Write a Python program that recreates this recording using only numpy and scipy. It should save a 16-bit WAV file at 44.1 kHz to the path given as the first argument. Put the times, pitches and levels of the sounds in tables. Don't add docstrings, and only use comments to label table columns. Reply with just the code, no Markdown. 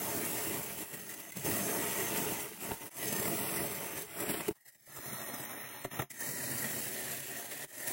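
import sys
import numpy as np
from scipy import signal
from scipy.io import wavfile
from scipy.ndimage import uniform_filter1d

SR = 44100
rng = np.random.default_rng(int(sys.argv[2]) if len(sys.argv) > 2 else 0)


def master_out(mix):
    frames = np.transpose(np.atleast_2d(mix))
    ceiling = np.clip(frames, -1, 1)
    pcm = np.round(ceiling * 32767).astype(np.int16)
    wavfile.write(sys.argv[1], SR, pcm)


N = 349272

TAKE_STARTS = [0, 1.311, 2.895, 4.528, 6.098, 7.673, 8]


def amp(db):
    return 10 ** (np.asarray(db) / 20)


def evened(x):
    return x / np.sqrt(np.mean(x ** 2) + 1e-20)


def read(points, hz):
    point_hz, level_db = np.transpose(points)
    return np.interp(np.log(hz + 1), np.log(point_hz + 1), level_db)


def response(colour, modes, size=8192):
    hz = abs(np.fft.fftfreq(size, 1 / SR))
    gain = amp(read(colour, hz))
    for mode_hz, width_hz, peak_db in modes:
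        peak = 1 / (1 + (2 * (hz - mode_hz) / width_hz) ** 2)
        gain = gain * (1 + (amp(peak_db) - 1) * peak)
    log_gain = np.log(np.maximum(gain, 1e-5))
    phase = -signal.hilbert(log_gain).imag
    taps = np.fft.ifft(np.exp(log_gain + 1j * phase)).real[:size // 2]
    return taps / np.linalg.norm(taps)


def clumps(ms):
    decays = 1000 * np.arange(8192) / SR / ms
    lump = np.exp(-decays) * (1 - np.exp(-10 * decays))
    starts = rng.standard_normal(N) * (rng.random(N) < 4000 / ms / SR)
    x = signal.oaconvolve(abs(starts), lump)[:N]
    return evened(x - x.mean())


def grains(per_s, spread_db, crumble_db):
    size = amp(spread_db * np.minimum(rng.exponential(1, N), 5) + crumble_db)
    snaps = rng.random(N) < per_s / SR
    return evened(size * rng.standard_normal(N) * snaps)


def levels(t):
    # time_s, hiss_db
    effort = [
        [(0, -38), (.3, -37.5), (.5, -37.5), (.62, -40), (.73, -43), (.825, -42), (.85, -49), (.95, -47.5),
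         (1.05, -47.5), (1.23, -49.5), (1.309, -47.5)],
        [(1.313, -60), (1.338, -52), (1.362, -49), (1.38, -45), (1.42, -46.5), (1.46, -36), (2.3, -37.5),
         (2.44, -42), (2.5, -48), (2.6, -50), (2.63, -41.5), (2.72, -41), (2.78, -48.5), (2.87, -48.5),
         (2.893, -55.5)],
        [(2.897, -73), (2.915, -54), (2.95, -50.5), (2.975, -43.5), (3.03, -39.5), (3.2, -37), (3.6, -37),
         (3.71, -41.5), (4.02, -42), (4.06, -50.5), (4.17, -44), (4.23, -40), (4.37, -40.5), (4.47, -45.5),
         (4.5, -52), (4.526, -58)],
        [(4.535, -70.5), (4.78, -71), (4.8, -65), (4.855, -64), (4.87, -56.5), (4.98, -48), (5.13, -42.5),
         (5.25, -44.5), (5.6, -45.5), (5.84, -49.5), (5.875, -55.5), (5.9, -61), (5.915, -44), (5.935, -43.5),
         (5.98, -46), (6.03, -47), (6.05, -60), (6.095, -78)],
        [(6.1, -53.5), (6.185, -50.5), (6.21, -40.5), (6.5, -38.5), (7.15, -41), (7.27, -44.5), (7.32, -44),
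         (7.4, -44.5), (7.5, -47), (7.58, -44.5), (7.645, -43), (7.67, -64)],
        [(7.675, -56.5), (7.73, -49), (7.82, -42), (7.92, -38.5)],
    ]
    # start_s, peak_hiss_db, length_ms, body_db (scrape and rumble re their usual share)
    slips = [(0.249, -36, 18, -17), (0.927, -42, 48, -4), (1.088, -44.5, 49, -8), (1.137, -42.5, 18, -11),
             (1.319, -45, 11, -10), (1.355, -52.5, 82, 8.5), (1.369, -37, 9.6, -12), (1.445, -37, 37, -6),
             (1.55, -40, 76, -2), (1.508, -37.5, 24, -2.5), (2.158, -36, 44, -1), (2.81, -49, 80, 1),
             (3.026, -37.5, 11, 1), (3.054, -35, 10, -9), (3.077, -36, 15, -14), (3.125, -33, 13, -1),
             (3.163, -34, 12, -3), (3.194, -33.5, 14, -8), (3.224, -33, 14, -3), (3.25, -36.5, 19, 1),
             (3.276, -36, 12, 2), (3.409, -38, 9.9, -12), (3.558, -36, 30, -8), (3.66, -40.5, 20, -9),
             (4.2, -34.5, 19, -6), (4.288, -34, 42, -1.5), (4.336, -40.5, 22, 6), (4.405, -39, 15, -3),
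             (4.48, -35, 15, -2), (4.55, -64.5, 41, 1), (4.605, -67, 35, -5), (4.648, -57, 74, -1.5),
             (4.66, -60, 14, -6), (4.676, -54, 30, -9), (4.72, -63, 33, -5), (4.745, -62, 30, 1),
             (5.125, -44, 38, -5), (5.335, -42.5, 35, -3), (5.4, -43, 14, 0), (5.449, -39, 17, -16),
             (5.843, -41.5, 24, 1.5), (5.991, -39.5, 25, 4), (6.016, -46, 19, 3), (6.102, -41, 25, -10),
             (6.205, -38.5, 21, -6), (6.288, -38, 13, 1.5), (6.51, -38.5, 20, -3), (6.577, -37, 14, -15),
             (6.62, -40, 18, -4), (6.64, -42, 28, 5), (7.51, -42, 41, -0.5), (7.69, -59, 18, -6),
             (7.779, -41, 8.6, -5), (7.872, -33.5, 20, -6)]
    # scrape_db and rumble_db (re hiss at the usual level), growth_db_per_s (both, as the blade sinks)
    loads = [(-9.5, -4, 0.1), (-10, -4.5, 1.5), (-9, -4.5, 2), (-7.5, -6, 2.5), (-9, -7, 2),
             (-11, -7.5, 13)]
    usual_db = -36.5
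    scrape_follows, rumble_follows, song_follows = 1, 1.345, 1
    slip_rise = 0.13

    steady_power = amp(np.interp(t, *np.concatenate(effort).T)) ** 2
    hiss_power, body_power = steady_power.copy(), steady_power.copy()
    for start_s, peak_db, length_ms, share_db in slips:
        u = np.clip(1000 * (t - start_s) / length_ms, 0, 1)
        ramp = np.minimum(u / slip_rise, (1 - u) / (1 - slip_rise))
        swell = np.sin(np.pi / 2 * ramp) ** 2
        hiss_power += amp(peak_db) ** 2 * swell
        body_power += amp(peak_db + share_db) ** 2 * swell

    take = np.searchsorted(TAKE_STARTS, t, "right") - 1
    scrape_share_db, rumble_share_db, growth_db_per_s = np.array(loads)[take].T
    sunk_db = usual_db + growth_db_per_s * (t - np.array(TAKE_STARTS)[take])
    hiss_db = 10 * np.log10(hiss_power)
    body_off_db = 10 * np.log10(body_power) - usual_db
    scrape_db = sunk_db + scrape_share_db + scrape_follows * body_off_db
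    rumble_db = sunk_db + rumble_share_db + rumble_follows * body_off_db
    song_db = usual_db + song_follows * (hiss_db - usual_db)
    return hiss_db, scrape_db, rumble_db, song_db


def bodies():
    # pitch_hz, level_db (per Hz); the hiss of the last two takes has its own
    hiss = [(1650, -21), (2800, -10.5), (3970, -7), (5630, -2), (6240, -4), (6770, -3.5), (7680, 1.5),
            (10200, 2), (11100, 2), (13800, 2.5), (15100, 0), (16100, 17), (16500, -40)]
    hiss_later = [(1650, -30), (2800, -20), (3970, -8), (5630, -1.5), (6770, -0.5), (7680, 2), (10200, 3),
                  (13800, 1.5), (15100, 0.5), (16100, 15.5), (16500, -34)]
    scrape = [(530, -34.5), (900, 3), (988, -2), (1340, -1.5), (1620, -2.5), (1990, -2), (2200, -1),
              (2890, -2), (3600, -9), (4680, -17.5), (7920, -120)]
    rumble = [(12, -49), (20, -28.5), (129, -3.5), (369, -1), (411, 1.5), (508, -8), (576, -3.5),
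              (1400, -18), (1820, -63), (3080, -120)]
    rumble_turned = [(12, -56), (20, -31), (134, -1), (178, -9.5), (220, 0.5), (433, -4), (596, -8),
                     (1400, -15), (1820, -72), (3080, -120)]
    scrape_turned = [
        [(470, -32.5), (800, -3.5), (1150, -7), (1320, -2.5), (1530, -11), (1850, -1.5), (2660, -12),
         (3600, -14.5), (4680, -16), (7920, -120)],
        [(470, -46), (800, -11.5), (1050, -15), (1130, -19), (1510, -10.5), (1890, -2), (2220, -9),
         (3600, -13.5), (4680, -15), (7920, -120)],
    ]
    # pitch_hz, width_hz, peak_db
    blade = [(1880, 140, 2.5), (6150, 100, 3.5), (7500, 81, 6.5), (11080, 100, 7)]
    board = [(125, 140, 3.6), (197.4, 12, 5.4), (326, 35, 5.9), (425, 26, 6.7), (572, 33, 4.7),
             (687, 33, 8.3), (904, 11, 14.2)]
    board_turned = [(140, 36, 6.3), (218.5, 21, 3.3), (285, 21, 3.6), (376.5, 29, 6.5), (598, 76, 9.8),
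                    (700, 30, 9.5), (944, 75, 4.7)]

    first = response(hiss, blade), response(scrape, blade), response(rumble, board)
    turned_board = response(rumble_turned, board_turned)
    turned = response(hiss, blade), response(scrape_turned[0], blade), turned_board
    later = response(hiss_later, blade), response(scrape_turned[1], blade), turned_board
    return [first] * 3 + [turned] + [later] * 2


def ringing(drives):
    out = np.zeros(N)
    for start_s, end_s, take_bodies in zip(TAKE_STARTS, TAKE_STARTS[1:], bodies()):
        at = slice(round(start_s * SR), min(round(end_s * SR), N))
        for drive, body in zip(drives, take_bodies):
            out[at] += signal.oaconvolve(drive[at], body)[:at.stop - at.start]
    return out


def singing(drive):
    # pitch_hz, width_hz, level_db (re hiss, before the swell along the take)
    modes = [(1956, 84, -20), (6330, 58, -25.5), (7500, 400, -36), (11500, 340, -24.5)]
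    # time_s, lowest_mode_hz, lowest_mode_db, second_mode_db (both added to the mode level)
    course = [
        [(0.0, 1980, 4, 15), (0.16, 1820, 3.5, 7), (0.8, 1930, 2, 1), (0.93, 1910, 7.5, 7), (1.31, 1960, 6, 16)],
        [(1.312, 2020, 12, 5), (1.372, 2140, 5, 15), (1.438, 1910, 5.5, 11.5), (2.76, 1970, 4, 6),
         (2.894, 2000, 9, 8)],
        [(2.896, 1990, 11, 4), (3.014, 1980, 6, 15), (3.144, 1780, 1, 15), (3.24, 1940, 5.5, -3),
         (4.108, 2050, 5.5, 9), (4.527, 2020, 5, -11)],
        [(4.53, 1820, 0, 0), (4.608, 1920, 14.5, 2), (4.892, 1860, 2, 4), (5.968, 1880, -1, 5),
         (6.052, 2020, 1, 4), (6.097, 1950, -1, 5)],
        [(6.1, 1960, 9, -2), (6.178, 1850, 14, 19), (6.304, 1904, 3.5, -6), (7.536, 1850, -2, 7),
         (7.672, 2000, 8, 3)],
        [(7.675, 1900, 9, 1), (7.92, 1890, 11.5, 3)],
    ]

    t = np.arange(N) / SR
    time_s, low_hz, low_db, second_db = np.concatenate(course).T
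    shift_hz = np.interp(t, time_s, low_hz) - modes[0][0]
    bend = np.exp(2j * np.pi * np.cumsum(shift_hz) / SR)
    flat_db = 0 * time_s
    turns, swells_db = [bend, 1, 1, 1], [low_db, second_db, flat_db, flat_db]
    out = np.zeros(N)
    for (hz, width_hz, level_db), turn, swell_db in zip(modes, turns, swells_db):
        pole = np.exp((2j * hz - width_hz) * np.pi / SR)
        gain = np.sqrt(4 * np.pi * width_hz / SR)
        ring = turn * signal.lfilter([gain], [1, -pole], drive / turn)
        out += amp(level_db + np.interp(t, time_s, swell_db)) * ring.real
    return out


def knocks():
    # start_s, push_db, swing_hz, contact_ms, crunch_db (re push), thud_db (re push)
    contacts = [(0.92, -40, 487, 5, -9, -15), (2.461, -30.5, 430, 4.6, -15, -14),
                (2.516, -35.5, 424, 8.2, -23, -17), (2.688, -32, 440, 10, -20, -12),
                (2.701, -35, 250, 6, -20, -3), (2.7097, -26.5, 800, 5, -16, -12),
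                (2.7173, -23, 423, 3.1, -12, -3), (4.407, -44, 460, 6.7, 4, -15),
                (4.477, -31, 402, 4.2, -19, -12), (4.486, -21, 366, 10.6, -26, -8.5),
                (4.752, -60, 180, 9.1, -30, -6), (4.81, -61, 130, 10, -30, -8),
                (4.875, -46.5, 557, 6, -27, -5), (4.988, -33, 500, 1.4, -5, -8),
                (5.341, -38, 600, 1.6, 0, -15), (5.8497, -19.5, 524, 2.7, -32, -10),
                (5.857, -30.5, 450, 4.2, -21, -5), (5.995, -31.5, 690, 4.4, 0, -3),
                (6.019, -27, 810, 2.4, -3, -25), (7.642, -35.5, 300, 3.2, -20, -6)]
    push, crunch = np.zeros(N), np.zeros(N)
    t = np.arange(1024) / SR
    for start_s, push_db, swing_hz, contact_ms, crunch_db, thud_db in contacts:
        u = 1000 * t / max(contact_ms, 1)
        start = round(start_s * SR)
        at = slice(start, start + 1024)
        onset = np.minimum(t / 0.00016, 1)
        swings = np.cos(2 * np.pi * swing_hz * t) * np.sqrt(1 - np.minimum(u, 1)) * onset
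        thud = amp(thud_db) * u * np.exp(1 - u * 0.58)
        push[at] += amp(push_db) * (swings - thud)
        crunch[at] += amp(push_db + crunch_db) * rng.standard_normal(1024) * np.exp(-u * 3.2)
    return push, crunch


def tone_field(hz, t):
    # time_s, bass_db, upper_scrape_db
    tone = [(0, 1.5, -3), (.6, -2.5, 2.5), (1.0, 3.5, 1), (1.33, -1, 3), (1.38, 7, 0.5), (1.65, 2.5, -2),
            (1.9, -3, 1.5), (2.3, -1, 3.5), (2.75, 2, 0), (3.4, 0, -2), (4.4, -1, 0), (5.2, 3, -4),
            (5.7, 0, 4.5), (6.0, 3, 0), (6.3, 3.5, -3.5), (7.3, -3.5, 4), (7.92, -3, -0.5)]
    bass_hz, bass_width_hz, upper_hz, upper_width_hz = 186, 190, 2860, 800

    def blurred(bins, frames):
        noise = rng.standard_normal((len(hz), len(t)))
        return evened(uniform_filter1d(uniform_filter1d(noise, bins, axis=0), frames, axis=1))

    patches_db = 0.94 * blurred(24, 16)
    streaks_db = 2.2 * blurred(2, 30)
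    time_s, bass_db, upper_db = np.transpose(tone)
    bass_band = 1 / (1 + (2 * (hz - bass_hz) / bass_width_hz) ** 4)
    upper_band = 1 / (1 + (2 * (hz - upper_hz) / upper_width_hz) ** 2)
    sway_db = np.outer(bass_band, np.interp(t, time_s, bass_db))
    sway_db += np.outer(upper_band, np.interp(t, time_s, upper_db))
    return patches_db + streaks_db + sway_db


def hollows(hz, t):
    # start_s, end_s, from_hz, to_hz, width_hz (before it wavers), depth_db
    bands = [(0.963, 1.1, 1050, 1000, 400, 6), (4.7, 4.79, 4250, 4250, 500, 7),
             (2.984, 3.13, 1440, 1320, 400, 6), (3.218, 3.55, 1540, 1620, 260, 5),
             (2.93, 3.223, 5700, 5600, 300, 11), (3.06, 3.202, 6650, 6700, 380, 20),
             (3.208, 3.3, 6680, 6700, 520, 50), (3.28, 3.4, 6900, 6950, 300, 18),
             (3.39, 3.552, 6660, 7000, 910, 33), (3.41, 3.72, 7300, 7200, 450, 19),
             (3.532, 3.81, 6610, 6730, 530, 48), (3.8, 4.06, 6900, 6800, 500, 12),
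             (4.074, 4.25, 6550, 6630, 755, 45), (4.223, 4.415, 6740, 6570, 935, 34),
             (3.2, 3.76, 12000, 11700, 250, 14), (4.05, 4.5, 12000, 11800, 280, 20),
             (4.59, 4.875, 1220, 1150, 675, 11), (4.54, 4.64, 2450, 2400, 400, 7),
             (5.5, 5.7, 5950, 5900, 200, 14), (4.602, 4.68, 3570, 3550, 250, 32),
             (4.67, 4.788, 3420, 3380, 200, 30), (4.638, 4.69, 2400, 2360, 250, 25),
             (4.79, 4.872, 2730, 2600, 330, 38), (4.927, 5.04, 4450, 4440, 420, 40),
             (5.04, 5.11, 4640, 4630, 450, 32), (5.11, 5.22, 4750, 4830, 650, 55),
             (5.198, 5.35, 4800, 4730, 810, 60), (5.337, 5.46, 4500, 4320, 550, 55),
             (5.43, 5.706, 4640, 4740, 930, 62), (5.685, 5.872, 4800, 4900, 890, 43),
             (5.86, 5.93, 4840, 4700, 800, 25), (5.923, 6.05, 4630, 4560, 980, 65),
             (6.03, 6.102, 4380, 4330, 700, 28), (5.017, 5.29, 8200, 8160, 513, 55),
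             (5.104, 5.17, 7800, 7800, 600, 55), (5.013, 5.333, 7700, 7400, 282, 42),
             (5.268, 5.344, 7700, 7700, 450, 50), (5.346, 5.406, 7350, 7400, 500, 35),
             (5.456, 5.815, 7900, 7870, 1380, 70), (5.878, 6.087, 8100, 7960, 1270, 59),
             (6.188, 6.364, 3380, 3360, 384, 47), (6.35, 6.46, 3400, 3400, 260, 41),
             (6.456, 6.54, 3330, 3330, 380, 39), (6.53, 6.636, 3430, 3400, 220, 28),
             (6.72, 6.9, 3420, 3420, 200, 15)]
    # above_hz, depth_share (ratio), width_share (ratio)
    repeats = [(5530, 0.76, 0.65), (9700, .9, 0.97)]
    fade_s = 0.02
    total_db = np.zeros((len(hz), len(t)))
    for start_s, end_s, from_hz, to_hz, width_hz, depth_db in bands:
        waver = [evened(uniform_filter1d(row, 12)) for row in rng.standard_normal((2, len(t)))]
        fade = np.clip(0.5 + np.minimum(t - start_s, end_s - t) / fade_s, 0, 1)
        centre_hz = np.interp(t, [start_s, end_s], [from_hz, to_hz]) + 0.06 * width_hz * waver[0]
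        ragged_hz = width_hz * amp(waver[1])
        on = fade > 0
        copies = [(0, 1, 1)] + (repeats if 2500 < from_hz < 5000 else [])
        for above_hz, depth_share, width_share in copies:
            offset_hz = hz[:, None] - centre_hz[on] - above_hz
            band = np.exp(-(2 * offset_hz / (width_share * ragged_hz[on])) ** 8)
            total_db[:, on] += depth_share * depth_db * fade[on] * band
    return total_db


def spread(drive):
    # start_s, end_s, side_db (re hiss)
    stretches = [(4.58, 6.104, -8.5), (6.198, 7.7, -15.5)]
    # pitch_hz, level_db (per Hz)
    colours = [
        [(59, -43), (100, -25), (422, -20), (868, -23), (944, -28), (1190, -63), (1410, -43), (1860, 1),
         (2500, -18), (4070, -6), (4620, -12), (5480, -5), (7690, -12), (11000, 4), (15800, -25)],
        [(180, -108), (300, -80), (599, -18), (917, 10), (1680, 6), (1820, -14), (1940, -66), (2200, -66),
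         (2860, -100), (4840, -120)],
    ]
    t = np.arange(N) / SR
    side = np.zeros(N)
    for (start_s, end_s, side_db), colour in zip(stretches, colours):
        coloured = signal.oaconvolve(drive, response(colour, []))[:N]
        side += amp(side_db) * coloured * (t > start_s) * (t < end_s)
    return side


def shaded(x):
    hz, t, spectrum = signal.stft(x, SR, nperseg=1024, noverlap=896)
    field_db = tone_field(hz, t) - hollows(hz, t)
    return signal.istft(spectrum * amp(field_db), SR, nperseg=1024, noverlap=896)[1][:, :N]


def cutting():
    hiss_db, scrape_db, rumble_db, song_db = levels(np.arange(N) / SR)
    slowness = np.clip(0.43 + 0.49 * (-39.0 - hiss_db), 0.2, 0.9)
    crumble = slowness * (0.55 * clumps(28) + 0.94 * clumps(7.1))
    push, crunch = knocks()

    hiss = amp(hiss_db) * grains(30000, 1.56, 1.41 * crumble)
    hiss += 0.33 * crunch
    scrape = amp(scrape_db) * grains(9000, 0.37, 0.92 * crumble + 0.26 * clumps(8.7))
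    scrape += crunch + 0.14 * push
    rumble = amp(rumble_db) * grains(6000, 1.05, crumble + 0.24 * clumps(2.9))
    rumble += 0.11 * push
    song_drive = amp(song_db) * grains(9000, 0.77, 0.49 * crumble + 0.5 * clumps(30))
    side_drive = amp(hiss_db) * grains(20000, 0.91, 0.49 * crumble)

    mid = ringing((hiss, scrape, rumble)) + singing(song_drive)
    return shaded(np.array([mid, spread(side_drive)]))


def scene():
    mid, side = cutting()
    return np.array([mid + side, mid - side])


def record(dry):
    edge_hz = 15830
    low_pass = signal.firwin(1023, edge_hz, window=("kaiser", 10), fs=SR)
    return signal.oaconvolve(dry, low_pass[None], "same")


dry = scene()
out = record(dry)
master_out(out)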